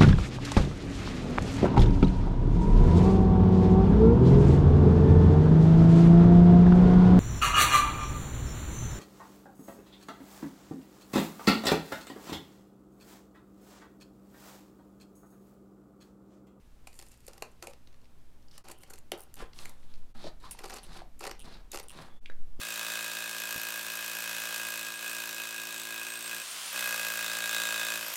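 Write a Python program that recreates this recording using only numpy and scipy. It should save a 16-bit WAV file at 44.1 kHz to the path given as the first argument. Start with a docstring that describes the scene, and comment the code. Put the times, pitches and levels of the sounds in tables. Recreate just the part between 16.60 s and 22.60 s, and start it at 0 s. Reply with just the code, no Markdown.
"""In a quiet room with mains hum and a slowly swaying table, scissors trim stiff poster board close by.
From the first cut, snapping fibres and rubbing blades force the resonances of board, cut edge and steel.
Blade tips knock shut amid small pitched knocks; later the sheet slides, the blades squeak, the pivot chatters.
Near the end a pencil taps a ruler: short sums of decaying modes.
The sound dips to silence three times, near 2.0, 3.5 and 5.6 s."""
import sys
import numpy as np
from scipy import signal
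from scipy.fft import rfft, irfft
from scipy.io import wavfile
from scipy.ndimage import uniform_filter1d

SR = 44100
rng = np.random.default_rng(int(sys.argv[2]) if len(sys.argv) > 2 else 0)


def digitize_waveform(pressure):
    """Quantize a signal to 16-bit integers and store it at the path in sys.argv[1].

    Rows of a 2-D input are taken as channels; values are limited to [-1, 1].
    """
    field = np.atleast_2d(pressure).T
    bounded = np.clip(field, -1, 1)
    quanta = np.round(bounded * 32767).astype(np.int16)
    wavfile.write(sys.argv[1], SR, quanta)


N = 264600
T = np.arange(N) / SR

# spectrum of room air and microphone hiss: frequency_hz, relative_density_db
AIR_SPECTRUM = [(12, -35), (20, 1), (34, -17.5), (96, -17), (257, -23.5), (304, -24), (381, -25.5),
                (597, -29.5), (1640, -36), (1890, -38.5), (2720, -39), (15000, -48), (16400, -63)]
AIR_RMS_DB, HUM_HZ = -62, 59.96
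# mains hum, fundamental first, then its multiples: rms_db
HUM_RMS_DB = (-65.5, -73, -76, -75.5, -78.5)
# table moving under the hands: time_s, slow_sway_db, thuds_db
SWAY = [(0.0, -45, -61), (0.13, -44, -55.5), (0.5, -58.5, -63.5), (1.87, -43.5, -66.5), (2.69, -49, -69),
        (2.84, -43.5, -40.5), (3.02, -35, -90), (3.42, -35.5, -53), (3.91, -48.5, -49.5),
        (5.08, -47.5, -52.5), (5.6, -42, -64), (5.72, -32, -69), (5.87, -25.5, -70), (5.97, -34, -63)]

# resonances of the cut board, its edge and the blades: frequency_hz, width_hz, relative_level_db
BOARD_MODES = [(411, 134, 0), (578, 104, -4.5), (767, 97, -0.5), (927, 355, -0.5), (1408, 320, -2)]
EDGE_MODES = [(1917, 340, 2.5), (2680, 390, 5), (4460, 1140, 7.5), (6060, 1500, 4)]
BLADE_MODES = [(7120, 940, 4.5), (8630, 420, 2.5), (9300, 530, 1.5), (11280, 1450, 3.5), (14200, 910, -3.5)]
# snaps of fibres and small knocks: start_s, strength_db, brightness_db (blades up, board down), length_ms
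SNAPS = [(0.2712, -43, 0.5, 7), (.3277, -56.5, 3, 5.2), (.341, -64, 13, 4.5), (0.39, -43.5, 3.5, 4),
         (.398, -49, 2.5, 3.5), (.4125, -54, 2, 3.8), (0.424, -47.5, 2, 4.7), (0.4637, -56, 6, 5.6),
         (0.4846, -63.5, 15, 3.8), (0.493, -62, 2, 2.5), (0.513, -57, 5.5, 10), (0.575, -80.5, 27, 2.8),
         (.604, -64, 4.5, 4.3), (0.666, -53.5, 13.5, 3.5), (0.679, -44, 5.5, 6.5), (0.713, -56, 0, 1.7),
         (0.733, -45.5, 0, 4.1), (0.7794, -48, 1, 3.7), (.823, -32, -2, 3.8), (1.0248, -40.5, 0, 4.9),
         (1.0711, -41.5, 7.5, 3.6), (1.1323, -51.5, -3, 5.4), (1.979, -43, 2, 4.8), (2.0845, -43, 3.5, 3.8),
         (2.099, -49, -12, 3.2), (2.1102, -51, 9, 12), (2.233, -47, -0.5, 4.6), (2.284, -79, 10, 2.2),
         (2.296, -60, 14, 17), (2.3044, -39, -6, 3), (2.3336, -45.5, 2.5, 7), (2.3566, -53, 5, 4.5),
         (2.3746, -55, -2, 10.6), (2.3853, -62.5, 14, 5.2), (2.5184, -29.5, -1, 3.4), (2.7418, -44.5, 9, 2),
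         (3.0549, -41.5, 4.5, 4.4), (3.911, -45.5, 5.5, 4.8), (3.9878, -46, 0, 7.5),
         (4.004, -48.5, -10, 4.2), (4.016, -51, -4, 8.1), (4.036, -41, -5, 10), (4.052, -42, -3, 10.6),
         (4.086, -44, -3, 2.1), (4.094, -42, -3, 7.9), (4.103, -42.5, -3.5, 7.8), (4.115, -51, 2, 7.5),
         (4.137, -51, 10, 7.7), (4.156, -44, -1, 11), (4.165, -42.5, -1.5, 9.2), (4.183, -46.5, -4.5, 6.7),
         (4.593, -52.5, 14.5, 4.3), (4.6064, -40.5, -4, 4.4), (4.6102, -45, -10, 4.8),
         (4.619, -54.5, -13, 8.9), (4.638, -35, -6, 4.6), (4.6491, -34.5, -4.5, 7.5),
         (4.6652, -37.5, -4.5, 6.3), (4.674, -36, -3, 4.3), (4.694, -42.5, -5, 3.7), (4.7103, -38, -2.5, 6),
         (5.1169, -42, 9.5, 5.3), (5.1313, -35, -4, 5.7), (5.1436, -33, -7, 3.6), (5.157, -36, -0.5, 5.4),
         (5.173, -34, -3, 2.8), (5.187, -40, -1, 3.8), (5.1962, -34.5, 0, 5.7)]
# push of a snap on board, cut edge, blades: relative_level_db
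SNAP_PUSH_DB = (-2.5, 0, -1.5)
# small ticks of the sheet's edge while it is handled: start_s, strength_db
EDGE_TICKS = [(1.273, -45), (1.3275, -50.5), (1.3415, -50), (1.415, -57), (1.443, -53.5), (1.454, -53),
              (1.965, -62), (2.932, -46), (2.9878, -34), (3.23, -51), (3.338, -48), (3.356, -52)]
# push of a tick on board, cut edge, blades: relative_level_db
TICK_PUSH_DB = (-12, -5, -19.5)
TICK_LENGTH_MS = 4.5
# blades crunching through board: start_s, peak_s, end_s, board_db, cut_edge_db, blades_db
CUTS = [(.27, .33, 1.3, -82, -68.5, -67), (.67, .69, 0.98, -60.5, -74, -69),
        (.829, .842, 0.89, -48.5, -66, -63), (1.025, 1.04, 1.1, -48, -57.5, -56),
        (1.07, 1.105, 1.14, -61, -67.5, -58), (2.04, 2.114, 2.14, -48, -57.5, -61.5),
        (2.2, 2.352, 2.4, -58, -70, -68), (2.52, 2.53, 2.7, -50, -59.5, -68),
        (3.93, 4.04, 4.09, -51.5, -55.5, -66), (4.07, 4.13, 4.23, -53, -51.5, -59),
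        (4.6, 4.64, 4.7, -48, -46, -56), (4.7, 4.74, 5.06, -63.5, -65, -83),
        (5.125, 5.15, 5.22, -49, -46.5, -51), (5.21, 5.24, 5.42, -59, -67, -82)]
# board, cut edge, blades in a cut, against their peak: start_db, end_db
CUT_SHAPE = [(-13, -24), (-9.5, -20), (-10, -27)]
CUT_ROUNDNESS, SLIDE_ROUNDNESS = 0.92, 1.24  # 1 = pointed peak, more = rounder

# small pitched knocks and pings of sheet, blades, ruler and pencil: start_s, level_db, pitch_hz
SMALL_KNOCKS = [(.682, -39, 523), (1.08, -37.5, 500), (1.096, -46, 530), (1.114, -50, 515),
                (1.273, -38, 3760), (1.826, -46, 5260), (1.8839, -41, 4930), (1.912, -37, 5400),
                (1.916, -40, 4530), (1.94, -43, 3140), (2.522, -33.5, 383), (2.536, -31.5, 379),
                (2.824, -34, 460), (3.0557, -28.5, 2100), (3.094, -24.5, 9400), (3.555, -48, 233),
                (3.643, -33, 600), (3.649, -36, 310), (3.656, -37, 454), (3.668, -31, 634),
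                (3.949, -41.5, 920), (4.289, -47, 167), (4.361, -42, 740), (4.4188, -34.5, 720),
                (4.846, -47.5, 238), (5.675, -52, 3450), (5.719, -43, 2040), (5.992, -39, 300)]
KNOCK_CYCLES = 16.4  # a small knock dies away by 60 dB in this many cycles
# low knock of the closing blade tips: frequency_hz, relative_level_db, t60_s
TIP_KNOCK = (700, -1.5, 0.0081)
CLACK_T60_S = 0.0062
# closings of the blade tips: start_s, level_db, clack_pitch_hz
TIP_BLOWS = [(0.2725, -34.5, 2480), (0.8229, -21.5, 2500), (1.0251, -33, 2450), (1.0717, -28, 2360),
             (2.5192, -18, 3030)]
# modes of ruler and pencil: frequency_hz, relative_level_db, t60_s
RULER_MODES = [(2400, 0, 0.009), (2650, -2.5, 0.0083), (3260, 1, 0.0064), (4700, -19, 0.0056)]
PENCIL_MODES = [(525, -1, 0.0067), (1650, -0.5, 0.013), (1990, -19, 0.014), (3820, -18, 0.025)]
# blows on ruler and pencil: start_s, level_db
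RULER_BLOWS = [(5.659, -30)]
PENCIL_BLOWS = [(5.697, -44), (5.6991, -32)]

# board sliding along the blades: start_s, peak_s, end_s, rumble_db, rasp_db, hiss_db, rasp_pitch_hz
SLIDES = [(1.912, 1.953, 2.02, -64, -61, -68, 5070), (2.767, 2.81, 2.877, -48.5, -52.5, -58.5, 3020),
          (2.944, 3.024, 3.19, -56, -61, -58, 3960), (3.198, 3.31, 3.53, -69.5, -71.5, -74.5, 3580),
          (3.543, 3.675, 3.717, -51.5, -52.5, -64.5, 4120), (3.802, 3.859, 3.97, -57, -58, -66, 4100),
          (4.218, 4.377, 4.445, -52.5, -55.5, -62.5, 4060), (4.836, 4.853, 4.895, -51.5, -57.5, -64, 4050),
          (4.871, 4.934, 5.03, -55.5, -56.5, -68, 4000), (5.303, 5.405, 5.53, -51, -57, -63, 3830)]
# rumble, rasp, hiss in a slide, against their peak: start_db, end_db
SLIDE_SHAPE = [(-9, -14), (-13.5, -22.5), (-8.5, -25)]
# low and high resonances of the sliding sheet: frequency_hz, width_hz, relative_level_db
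SHEET_MODES = [(174, 323, -4.5), (321, 230, -4), (604, 667, -1), (808, 504, -1.5), (1690, 1100, -11.5)]
SHEEN_MODES = [(6140, 7300, 2), (10200, 3100, 0.5), (13500, 2500, -11.5)]
FLEX_DB = -8  # low thump of the flexing sheet against its rumble

# squeaks and narrow rubbing tones of blades on board: start_s, end_s, pitch_hz, width_hz, level_db
SQUEAKS = [(2.062, 2.27, 2940, 450, -71), (2.54, 2.542, 3450, 895, -56), (3.84, 3.883, 1040, 490, -53),
           (4.18, 4.19, 4400, 700, -55), (3.918, 3.922, 9740, 400, -48.5), (5.114, 5.122, 3760, 300, -59),
           (5.505, 5.59, 3410, 170, -72)]

# stick-slip of the pivot: start_s, length_s, first_rate_hz, last_rate_hz, first_slip_db,
# brightness_db (screw up, handle down by twice as much)
CHATTER = [(2.181, 0.0082, 174, 180, -71, 7), (2.207, 0.034, 179, 150, -68, 5.5),
           (2.577, 0.029, 118.3, 100, -57.5, 7), (2.6061, 0.038, 99, 18, -56, 8),
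           (2.621, 0.019, 485, 470, -62, 4), (2.756, 0.024, 88, 82, -58, 6),
           (3.91, 0.032, 425, 880, -37.5, 0), (4.232, 0.02, 190, 300, -52.5, -1.5),
           (4.794, 0.033, 116.3, 195, -54, -2), (5.23, 0.013, 176, 270, -56, 1),
           (5.284, 0.038, 67.5, 186, -48, -3)]
# resonances of steel, screw and handle: frequency_hz, width_hz, relative_level_db
STEEL_MODES = [(5800, 4000, 1), (8400, 560, 3), (9700, 820, 6), (11540, 840, -3.5)]
SCREW_MODES = [(12700, 780, -8), (14700, 830, -10)]
HANDLE_MODES = [(2850, 420, 15), (3980, 520, 5.1)]
SETTLED_DB, SCREW_DB, HANDLE_DB = -60.5, -12, -62.5  # final steel level; screw against steel; handle

# decay of the room's echoes: frequency_hz, t60_s
ROOM_DECAY = [(250, 0.2), (1000, 0.27), (4000, 0.18), (12000, 0.1)]
ROOM_DB = -11.0
# dips to silence: silent_s, fade_out_s, fade_in_s
DIPS = [(2.038, 0.031, 0.0081), (3.539, 0.03, 0.014), (5.603, 0.03, 0.031)]
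BAND_LIMIT_HZ = 16450


def gain_of(db):
    """Decibel law: 20 dB is a factor of ten in amplitude."""
    return 10 ** (np.asarray(db) / 20)


def evened(x):
    """Normalization: a signal divided by its root mean square has unit power."""
    return x / np.sqrt(np.mean(x ** 2) + 1e-20)


def read(points, hz):
    """Logarithmic frequency scale: values are interpolated along it."""
    f, value = np.transpose(points)
    return np.interp(np.log(hz + 1), np.log(f + 1), value)


def add(mix, s, sound):
    """Superposition: a sound starting at s seconds adds to what is there."""
    part = mix[:, round(s * SR):][:, :sound.shape[1]]
    part += sound[:, :part.shape[1]]


def band(x, lo_hz, hi_hz):
    """Band-pass filtering: one frequency range remains, at unit power."""
    sos = signal.butter(2, [lo_hz, hi_hz], "bandpass", fs=SR, output="sos")
    return evened(signal.sosfilt(sos, x))


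def sway_levels():
    """Amplitude modulation: the gains of sway and thuds follow their levels in time."""
    s, *values = np.transpose(SWAY)
    soft = np.interp(T, [s[0] - .005, s[0], s[-1], s[-1] + 0.11], [0, 1, 1, 0])
    return soft * gain_of([np.interp(T, s, value) for value in values])


def background():
    """Stationary noise and harmonics: coloured air noise and mains hum, over low-frequency table sway."""
    hz = np.fft.rfftfreq(N, 1 / SR)
    coloured = irfft(rfft(rng.standard_normal(N)) * gain_of(read(AIR_SPECTRUM, hz)), N)
    air = gain_of(AIR_RMS_DB) * evened(coloured)
    hum = np.zeros(N)
    for k, db in enumerate(HUM_RMS_DB):
        phase = 2 * np.pi * ((k + 1) * HUM_HZ * T + rng.random())
        hum += np.sqrt(2) * gain_of(db) * np.sin(phase)
    sway_gain, thud_gain = sway_levels()
    sway = sway_gain * band(rng.standard_normal(N), 4.02, 7.65)
    thuds = thud_gain * band(band(rng.standard_normal(N), 8.8, 36.0), 8.8, 36.0)
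    return air + hum + sway + thuds


def ring(force, modes, skirt=2.0):
    """Modal response: force is convolved with a unit-energy sum of decaying modes, little outside them."""
    t = np.arange(2048) / SR
    answer = np.zeros(len(t))
    for k, (hz, width, db) in enumerate(modes):
        decay = np.sqrt(width) * np.exp(-np.pi * width * t)
        answer += (-1) ** k * gain_of(db) * decay * np.sin(2 * np.pi * hz * t)
    answer = band(answer, modes[0][0] / skirt, min(modes[-1][0] * skirt, .45 * SR))
    return signal.oaconvolve(force, answer / np.linalg.norm(answer))[:N]


def strokes(events, shape, roundness):
    """Envelope of a stroke: each layer's level rises to a peak and falls by its own amounts."""
    first, last = np.transpose(shape)[:, :, None]
    out = np.zeros((len(shape), N))
    for start, peak, end, *db in events:
        t = np.arange(start - .005, end + 0.073, 1 / SR)
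        before = np.interp(t, [start, peak], [1, 0]) ** roundness
        after = np.interp(t, [peak, end], [0, 1]) ** roundness
        soft = np.interp(t, [t[0], start, end, t[-1]], [0, 1, 1, 0])
        peak_db = np.c_[db[:len(shape)]]  # any later column is a pitch
        add(out, t[0], soft * gain_of(peak_db + first * before + last * after))
    return out


def scrape(grains_per_s, grain_db, clump_db, clump_ms, shared, smooth):
    """Granular friction: three rough forces of tiny grains over smooth noise, in partly shared clumps."""
    sizes = gain_of(grain_db * np.minimum(rng.exponential(1, N), 5))
    grains = sizes * (rng.random(N) < grains_per_s / SR)
    memory = np.exp(-1000 / clump_ms / SR)
    clumps = signal.lfilter([1], [1, -memory], rng.standard_normal((3, N)))
    clumps = uniform_filter1d(clumps + shared * clumps.sum(0), size=80)
    clumps = np.clip(evened(clumps), -2, 2)
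    signed_grains = evened(grains * rng.choice([-1., 1.], N))
    rough = smooth * rng.standard_normal((3, N)) + signed_grains
    return evened(rough * gain_of(clump_db * clumps))


def snaps(crackle_db=5.0, rise=0.76, board_longer=1.174):
    """Impulsive force: short bursts of crackling noise rise and die away; the board's lasts a little longer."""
    force, t_ms = np.zeros((3, N)), np.arange(2500) / SR * 1000
    pushes = []
    for s, db, bright_db, ms in SNAPS:
        pushes.append((s, db + np.add(SNAP_PUSH_DB, [-bright_db, 0, bright_db]), ms))
    for s, db in EDGE_TICKS:
        pushes.append((s, db + np.array(TICK_PUSH_DB), TICK_LENGTH_MS))
    for s, db, ms in pushes:
        draws = rng.standard_normal((4, 2500))
        crackle = np.clip(evened(uniform_filter1d(draws[3], size=30)), -2, 2)
        rough = draws[:3] * evened(gain_of(crackle_db * crackle))
        u = t_ms / max(ms, .5) / np.array([[board_longer], [1], [1]])
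        burst = np.minimum(u / rise, 1) ** 1.22 * np.exp(-u ** 3)
        add(force, s - .0014, gain_of(db)[:, None] * burst * rough)
    return force


def cutting():
    """Forced resonance: crunch and snaps drive the modes of board, cut edge and blades."""
    rough = scrape(grains_per_s=1800, grain_db=1.5, clump_db=4.5, clump_ms=6.8, shared=0.066, smooth=0.75)
    force = snaps() + strokes(CUTS, CUT_SHAPE, CUT_ROUNDNESS) * rough
    bodies = (BOARD_MODES, EDGE_MODES, BLADE_MODES)
    return sum(ring(push, modes) for push, modes in zip(force, bodies))


def knocks(tick_db=-18, tick_hz=5000, rise_ms=0.81):
    """Free vibration after impact: each blow rings briefly in decaying modes, with a dull tick."""
    out, t = np.zeros((1, N)), np.arange(4000) / SR
    blows = [(s, db, [TIP_KNOCK, (hz, 0, CLACK_T60_S)]) for s, db, hz in TIP_BLOWS]
    blows += [(s, db, [(hz, 0, KNOCK_CYCLES / hz)]) for s, db, hz in SMALL_KNOCKS]
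    blows += [(s, db, RULER_MODES) for s, db in RULER_BLOWS]
    blows += [(s, db, PENCIL_MODES) for s, db in PENCIL_BLOWS]
    for s, db, modes in blows:
        first_hz = modes[0][0]
        rough = band(rng.standard_normal(4000), first_hz / 2, max(tick_hz, 1.4 * first_hz))
        tick = gain_of(tick_db - 60 * t / 0.017) * rough  # 60 dB down in 17 ms
        rings = sum(gain_of(mode_db - 60 * t / t60) * np.sin(2 * np.pi * hz * t)
                    for hz, mode_db, t60 in modes)
        onset = np.minimum(t * 1000 / rise_ms, 1)
        add(out, s, gain_of(db) * (onset * (rings + tick))[None])
    return out[0]


def sliding(peak_width_hz=1300, peak_db=-1):
    """Friction-driven sheet: rumble and hiss ring its modes; a wide rasp has a peak moving with the bend."""
    low, mid, high = scrape(grains_per_s=2000, grain_db=2.5, clump_db=2.5, clump_ms=4.0, shared=0.03, smooth=1.0)
    s, hz = np.transpose(SLIDES)[[1, 6]]
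    # shift the moving pitch to 0 Hz, low-pass, and shift back: a band-pass that glides
    turn = np.exp(2j * np.pi * np.cumsum(np.interp(T, s, hz)) / SR)
    lowpass = signal.butter(2, peak_width_hz / SR)
    peak = evened((turn * signal.lfilter(*lowpass, mid / turn)).real)
    rumble, rasp, hiss = strokes(SLIDES, SLIDE_SHAPE, SLIDE_ROUNDNESS)
    flex = gain_of(FLEX_DB) * rumble * band(rng.standard_normal(N), 40, 193)
    rasping = rasp * evened(gain_of(peak_db) * peak + band(mid, 2520, 5270))
    return flex + ring(rumble * low, SHEET_MODES) + rasping + ring(hiss * high, SHEEN_MODES)


def squeaks():
    """Frictional squeal: narrow-band noise flutters as the blades grip and let go."""
    grip = gain_of(3.6 * np.clip(band(rng.standard_normal(N), 22, 104), -2, 2))
    tones = np.zeros(N)
    for start, end, hz, width, db in SQUEAKS:
        soft = np.interp(T, [start - .01, start, end, end + 0.015], [0, 1, 1, 0])
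        tones += gain_of(db) * soft * band(rng.standard_normal(N), hz - width / 2, hz + width / 2)
    return evened(grip) * tones


def chatter(slip_ms=1.0):
    """Stick-slip: regular slips at a drifting rate ring the steel, the screw and, steadily, the handle."""
    force = np.zeros((3, N))
    for start, length, first, last, steel_db, bright_db in CHATTER:
        share = np.linspace(0, 1, round(length * SR))
        rate = first + (last - first) * share
        since_ms = 1000 * (np.cumsum(rate) / SR % 1) / rate  # time since the latest slip
        slips = evened(np.exp(-since_ms / slip_ms) * rng.standard_normal(len(share)))
        db = steel_db + (SETTLED_DB - steel_db) * share
        handle_db = 0 * db + HANDLE_DB - 2 * bright_db
        add(force, start, slips * gain_of([db, db + SCREW_DB + bright_db, handle_db]))
    bodies = (STEEL_MODES, SCREW_MODES, HANDLE_MODES)
    return sum(ring(push, modes, skirt=1.16) for push, modes in zip(force, bodies))


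def room(x):
    """Reverberation: sparse echoes of random sign, each band decaying at its own rate."""
    echoes = np.zeros(SR // 2)
    at = np.arange(200, len(echoes) - 20, 20)
    echoes[at + rng.integers(0, 20, len(at))] = rng.choice([-1., 1.], len(at))
    hz, t, z = signal.stft(echoes, SR, nperseg=256)
    decay = gain_of(-60 * t / read(ROOM_DECAY, hz)[:, None])
    tail = signal.istft(z * decay, SR, nperseg=256)[1]
    return signal.oaconvolve(x, tail / np.linalg.norm(tail))[:N]


def scene():
    """Superposition: direct sound, its reverberation and the background add."""
    near = cutting() + knocks() + sliding() + squeaks() + chatter()
    return (background() + near + gain_of(ROOM_DB) * room(near))[None]


def record(dry):
    """Gain and band limitation: the level dips to silence at each dip, then a low-pass acts."""
    fade = np.prod([np.interp(T, [s - out, s, s + back], [1, 0, 1]) for s, out, back in DIPS], axis=0)
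    held = np.pad(dry * fade, [(0, 0), (255, 255)], "edge")
    lowpass = signal.firwin(511, BAND_LIMIT_HZ, window=("kaiser", 9), fs=SR)
    return signal.oaconvolve(held, lowpass[None], "valid")


dry = scene()
out = record(dry)
digitize_waveform(out)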